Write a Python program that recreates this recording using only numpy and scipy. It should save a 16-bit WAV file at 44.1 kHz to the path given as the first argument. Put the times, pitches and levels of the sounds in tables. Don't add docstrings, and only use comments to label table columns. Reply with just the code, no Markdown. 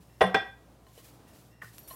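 import sys
import numpy as np
from scipy import signal
from scipy.fft import rfft, irfft, next_fast_len
from scipy.io import wavfile
from scipy.ndimage import map_coordinates

SR = 44100
rng = np.random.default_rng(int(sys.argv[2]) if len(sys.argv) > 2 else 0)


def undo_db(level):
    steps = np.asarray(level, float) / 20
    return 10 ** steps


def waveform_to_disk(signal):
    frames = np.transpose(np.atleast_2d(signal))
    scaled = np.clip(frames, -1, 1) * 32767
    samples = np.round(scaled).astype(np.int16)
    wavfile.write(sys.argv[1], SR, samples)


N = 85995

# frequency in Hz, level in dB per Hz.
AIR_COLOUR = [(15, -57), (25, -37.5), (43, -14.5), (117, -10.5), (153, -12), (754, -19.5), (1130, -24.5),
              (1940, -33.5), (16000, -43)]
# frequency in Hz, level in dB, width in Hz.
FRIDGE_HUM = [(58.7, -61.5, 0.24), (116.7, -62, 14), (172.7, -71, 30), (299.2, -72, 33)]
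# frequency in Hz, t60 in seconds.
WALL_DECAY = [(200, 0.28), (1000, 0.36), (4000, 0.37), (12000, 0.086)]

# frequency in Hz, level in dB per Hz.
CLOTH_COLOUR = [(400, -30.5), (900, -9), (2500, -4.5), (6000, -5.5), (12500, -5.5), (16000, -8.5)]
# start, rise and hold in seconds, fall t60 in seconds, level in dB.
SLEEVE_STROKES = [(0, 0.0061, 0.39, 1, -69.5), (.80, 0.19, 0.06, 0.77, -61), (.975, .004, .03, .3, -64.5),
                  (1.043, 0.002, 0.01, 0.33, -59.5), (1.075, 0.003, 0.0093, 0.22, -65),
                  (1.125, 0.0035, 0.0085, 0.17, -67.5), (1.272, 0.0094, 0.045, .6, -65.5),
                  (1.32, 0.018, 0.064, 0.68, -63), (1.425, 0.0064, 0.012, .3, -72.5),
                  (1.617, 0.0022, 0.067, 0.43, -58.5), (1.728, 0.0046, 0.05, .8, -60),
                  (1.874, 0.0026, 0.012, 0.4, -55.5), (1.90, .004, .05, .5, -62)]
# frequency in Hz, level in dB, width in Hz.
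SCUFF_BANDS = [(1897, 2, 220), (2740, -1.5, 107), (5360, -4, 300)]
# start, rise and hold in seconds, fall t60 in seconds, level in dB.
SCUFF_STROKES = [
    (.085, 0.018, 0.29, 0.35, -76.5),
    (1.26, 0.011, 0.06, 0.28, -76.5),
    (1.50, 0.014, 0.17, 0.5, -75),
]
# frequency in Hz, level in dB, width in Hz.
WHINE_BAND = [(4430, 0, 40)]
# start, rise and hold in seconds, fall t60 in seconds, level in dB.
WHINE_STROKES = [
    (1.835, .006, .045, .15, -64.5),
]

# frequency in Hz, level in dB, t60 in seconds.
COUNTER_MODES = [(101, -5, 0.12), (168, 1, .12), (392, -7, 0.079)]
# time in seconds, level in dB, contact in ms.
COUNTER_THUDS = [
    (0, -55, 0.26),
    (.3430, -36, .5),
    (1.632, -47.5, 0.56),
]
# frequency in Hz, level in dB, t60 in seconds.
SIDE_MODES = [(650, -4.5, 0.046), (1046, -1.5, 0.11), (1850, -2.5, 0.037), (3004, -1, 0.059),
              (4170, 3, 0.031)]
# time in seconds, level in dB, contact in ms.
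SIDE_CONTACTS = [
    (.8665, -47.5, 0.65),
    (1.9025, -51.5, 0.024),
    (1.9050, -50.5, 0.077),
    (1.9095, -38.5, 0.47),
]
# frequency in Hz, level in dB, t60 in seconds.
RIM_MODES = [(488, 10, 0.082), (1068, -3.5, 0.3), (1580, -9, 0.043), (1890, -4.5, 0.18), (3000, 1, 0.07),
             (4070, 0, 0.06), (5560, -6, 0.055)]
# time in seconds, level in dB, contact in ms.
RIM_CONTACTS = [
    (.977, -56.5, 0.075),
    (.980, -67, 0.056),
]
# frequency in Hz, level in dB, t60 in seconds.
BLADE_MODES = [(950, -29.5, 0.077), (1180, -8.5, 0.093), (1486, -9.5, 0.069), (1834, 0, 0.037),
               (3130, -17, 0.033)]
# time in seconds, level in dB, contact in ms.
BLADE_CONTACTS = [
    (1.617, -48.5, 0.1),
    (1.620, -38, 0.13),
    (1.630, -38.5, 0.31),
]
# frequency in Hz, level in dB, t60 in seconds.
WIRE_MODES = [(4410, -11, 0.09), (5700, -2.5, 0.11), (7617, -3.5, 0.2), (9170, -1.5, 0.29),
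              (10160, -5.5, 0.44), (11360, 5, 0.3), (12070, -6, .15), (9520, -8, 0.14), (13290, 6.5, 0.15),
              (13790, -9, 0.28), (14400, -12.5, 0.25), (15720, -13.5, 0.28)]
# time in seconds, level in dB, contact in ms.
WIRE_CONTACTS = [(1.745, -62, 0.047), (1.785, -63.5, 0.024), (1.830, -63.5, 0.028), (1.876, -59, 0.015),
                 (1.882, -56, 0.013), (1.897, -75, 0.018), (1.919, -56, 0.0274), (1.935, -62, 0.018)]

# start, rise and hold in seconds, fall t60 in seconds, level in dB.
CRACK_STROKES = [
    (.2075, 0.0018, 0.0034, .05, -50.5),
    (.3432, .001, 0.0034, .06, -52),
    (.867, .001, 0.0016, 0.026, -71.5),
]
# frequency in Hz, level in dB.
CLATTER_COLOUR = [(60, -44.5), (200, -11.5), (400, -1), (800, 0.5), (2500, -6.5), (5000, -21),
                  (15000, -43.5)]
# time in seconds, level in dB, contact in ms.
FIRST_KNOCK = [(.2075, -33.5, 0.037), (.2095, -24, 0.19), (.2125, -24, 0.19), (.2150, -21, 0.14),
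               (.2172, -18, 0.39), (.2200, -27.5, 0.57), (.2390, -23.5, 0.5), (.2435, -41, 0.34),
               (.2485, -31.5, .5)]
# frequency in Hz, level in dB, t60 in seconds.
FIRST_BODY = [(187, -14.5, 0.2), (386.4, -10, 0.07), (520.4, -8.5, 0.13), (705, -10, 0.031),
              (656, -3, 0.15), (735, -2.5, 0.05), (760, -6, 0.083), (853, -8, 0.0623), (952, -8.5, 0.044),
              (1033, -4, 0.11), (1415, -25, 0.12), (1577, 0.5, 0.062), (1842, -7.5, 0.087),
              (2850, 4.5, 0.019)]
# time in seconds, level in dB, contact in ms.
SECOND_KNOCK = [(.3433, -18.5, 0.67), (.3455, -23, 0.088), (.3480, -21, 0.11), (.3520, -24.5, .3),
                (.3570, -24, 0.48), (.3655, -32, 0.46)]
# frequency in Hz, level in dB, t60 in seconds.
SECOND_BODY = [(283, -23, 0.24), (430, -21, 0.11), (547.6, -3, 0.11), (650, -8.5, 0.13),
               (779.7, -2.5, 0.13), (973, -14.5, 0.0826), (1217, -23.5, 0.22), (1520, -24, 0.19),
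               (1587.7, 3.5, 0.094), (1603, -13.5, 0.065), (1860, -2, 0.033), (2418, 0.5, 0.032),
               (2950, -15.5, 0.033), (3210, -18.5, 0.13)]
# frequency in Hz, level in dB, t60 in seconds.
GLASS_MODES = [(1923, -3, 0.36), (1930, 1, 0.3), (3463.5, -6.5, 0.23), (3467.8, -3, 0.33), (5220, 2, 0.031),
               (5560, -20, 0.27), (5370, -22, 0.33)]
# time in seconds, level in dB, contact in ms.
GLASS_CONTACTS = [
    (.2085, -32, 0.067),
    (.3445, -30.5, 0.0508),
]
# frequency in Hz, level in dB, t60 in seconds.
FIRST_RATTLE = [(4560, -19, 0.076), (5810, -11, 0.07), (6977, -20, 0.13), (7700, -12.5, .09),
                (8090, -8, 0.11), (8899, -16, 0.11), (9500, -3, 0.098), (10510, -13, 0.08),
                (11640, -12, 0.11), (12150, -19.5, .1), (13710, -21, 0.11), (14570, -22, 0.077),
                (15150, -25.5, .1)]
# time in seconds, level in dB, contact in ms.
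FIRST_SHAKES = [(.2090, -44, .03), (.2170, -41.5, .03), (.2260, -48, .03), (.2380, -53.5, .03),
                (.2550, -53, 0.04), (.2620, -54, .04)]
# frequency in Hz, level in dB, t60 in seconds.
SECOND_RATTLE = [(4650, -12.5, 0.063), (6020, -9.5, 0.1), (7080, -17, 0.068), (7666, -9, 0.084),
                 (8060, -7, 0.21), (9000, -13.5, .08), (9400, -22.5, 0.1), (10700, -16, 0.071),
                 (11700, -12, .07), (13400, -10, .05), (15100, -16, 0.051)]
# time in seconds, level in dB, contact in ms.
SECOND_SHAKES = [
    (.3441, -45.5, .03),
    (.3490, -49, .03),
    (.3660, -58, .04),
]


def unit(x):
    return x / np.sqrt(np.mean(x ** 2) + 1e-20)


def along(points, hz):
    f, v = np.transpose(points)
    return np.interp(np.log(hz + 1), np.log(f + 1), v)


def filtered(x, response):
    m = next_fast_len(len(x) + 8192)
    gain = response(np.fft.rfftfreq(m, 1 / SR))
    return irfft(rfft(x, m) * gain, m)[:len(x)]


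def coloured(x, spectrum):
    return unit(filtered(x, lambda hz: undo_db(along(spectrum, hz))))


def noise(spectrum, size):
    return coloured(rng.standard_normal(size), spectrum)


def narrow(bands):
    out = np.zeros(N)
    for centre, db, width in bands:
        band = filtered(rng.standard_normal(N), lambda hz: 1 / (1 + (2 * (hz - centre) / width) ** 2))
        out += undo_db(db) * unit(band)
    return out


def wobble(rate):
    knots = rng.standard_normal(int(N * rate / SR) + 4)
    return map_coordinates(knots, [np.arange(N) * rate / SR])


def strokes(rows):
    start, rise, hold, fall, db = np.transpose(rows)[:, :, None]
    t = np.arange(N) / SR - start
    falling = np.clip(t - rise - hold, 0, None)
    gain = np.clip(t / rise, 0, 1) * undo_db(db - 60 * falling / fall)
    return np.sqrt(np.sum(gain ** 2, 0))


def strike(contacts, modes, scatter_db, clatter_db, rough_db=1.0):
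    rise_s, clatter_t60 = 0.00039, 0.059
    out, t = np.zeros(N + SR), np.arange(SR // 2) / SR
    hz, level, t60 = np.transpose(modes)[:, :, None]
    for start, db, contact_ms in contacts:
        vary = scatter_db * rng.standard_normal(hz.shape)
        knots = rng.standard_normal((len(hz), 62))
        flutter = rough_db * np.array([np.interp(t * 120, np.arange(62), row) for row in knots])
        partials = undo_db(level + vary + flutter - 60 * t / t60) * np.sin(2 * np.pi * hz * t)
        ring = np.sum(partials, 0) * (1 - np.exp(-t / rise_s))
        ring = ring + undo_db(clatter_db - 60 * t / clatter_t60) * noise(CLATTER_COLOUR, len(t))
        pole = np.exp(-2 * 1000 / (max(contact_ms, .01) * SR))
        blow = signal.lfilter([1 - pole], [1, -pole], ring)
        out[round(start * SR):][:len(t)] += undo_db(db) * blow
    return out[:N]


def kitchen():
    air = undo_db(-61) * noise(AIR_COLOUR, N) * undo_db(2.56 * wobble(4.18))
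    return air + narrow(FRIDGE_HUM)


def walls(x):
    hz, t, z = signal.stft(rng.standard_normal(SR // 2), SR, nperseg=256)
    decay = undo_db(-60 * t / along(WALL_DECAY, hz)[:, None])
    tail = signal.istft(z * decay, SR, nperseg=256)[1]
    late = np.pad(x, (200, 0))
    return signal.fftconvolve(late, tail / np.linalg.norm(tail))[:N]


def sleeves():
    snaps = (rng.random(N) < .006) * undo_db(5.4 * rng.exponential(size=N)) * rng.standard_normal(N)
    hiss = noise(CLOTH_COLOUR, N) * undo_db(1.5 * wobble(45))
    return strokes(SLEEVE_STROKES) * (hiss + undo_db(-12) * coloured(snaps, CLOTH_COLOUR))


def scrapes():
    scuff = strokes(SCUFF_STROKES) * narrow(SCUFF_BANDS)
    return scuff + strokes(WHINE_STROKES) * narrow(WHINE_BAND)


def jingles():
    return strike(WIRE_CONTACTS, WIRE_MODES, 2.5, -6, rough_db=5)


def taps():
    thuds = strike(COUNTER_THUDS, COUNTER_MODES, 2.5, -28)
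    side = strike(SIDE_CONTACTS, SIDE_MODES, 2.2, -8)
    rim = strike(RIM_CONTACTS, RIM_MODES, 3.6, -7, rough_db=2.5)
    blade = strike(BLADE_CONTACTS, BLADE_MODES, 1.9, -10, rough_db=7.0)
    return thuds + side + rim + blade


def cracks():
    return strokes(CRACK_STROKES) * noise(CLOTH_COLOUR, N)


def rattle():
    first = strike(FIRST_SHAKES, FIRST_RATTLE, 2.4, 9.5, rough_db=7.0)
    return first + strike(SECOND_SHAKES, SECOND_RATTLE, 2.3, -3, rough_db=6.0)


def knocks():
    first = strike(FIRST_KNOCK, FIRST_BODY, 4.0, 2, rough_db=3.0)
    second = strike(SECOND_KNOCK, SECOND_BODY, 0.57, 2)
    glass = strike(GLASS_CONTACTS, GLASS_MODES, 0.46, -31.0)
    return first + second + glass


def scene():
    hits = jingles() + taps() + cracks() + rattle() + knocks()
    background = kitchen() + sleeves() + scrapes()
    return (background + hits + undo_db(-10.5) * walls(hits))[None]


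def band_limit(x):
    return signal.sosfilt(signal.butter(12, 16190, fs=SR, output="sos"), x)


def record(dry):
    low_cut_hz, top_hz = 59, 15900
    low_cut = signal.butter(4, low_cut_hz, "high", fs=SR, output="sos")
    mix = filtered(signal.sosfilt(low_cut, dry[0]), lambda hz: hz < top_hz)
    return band_limit(mix[None])


dry = scene()
out = record(dry)
waveform_to_disk(out)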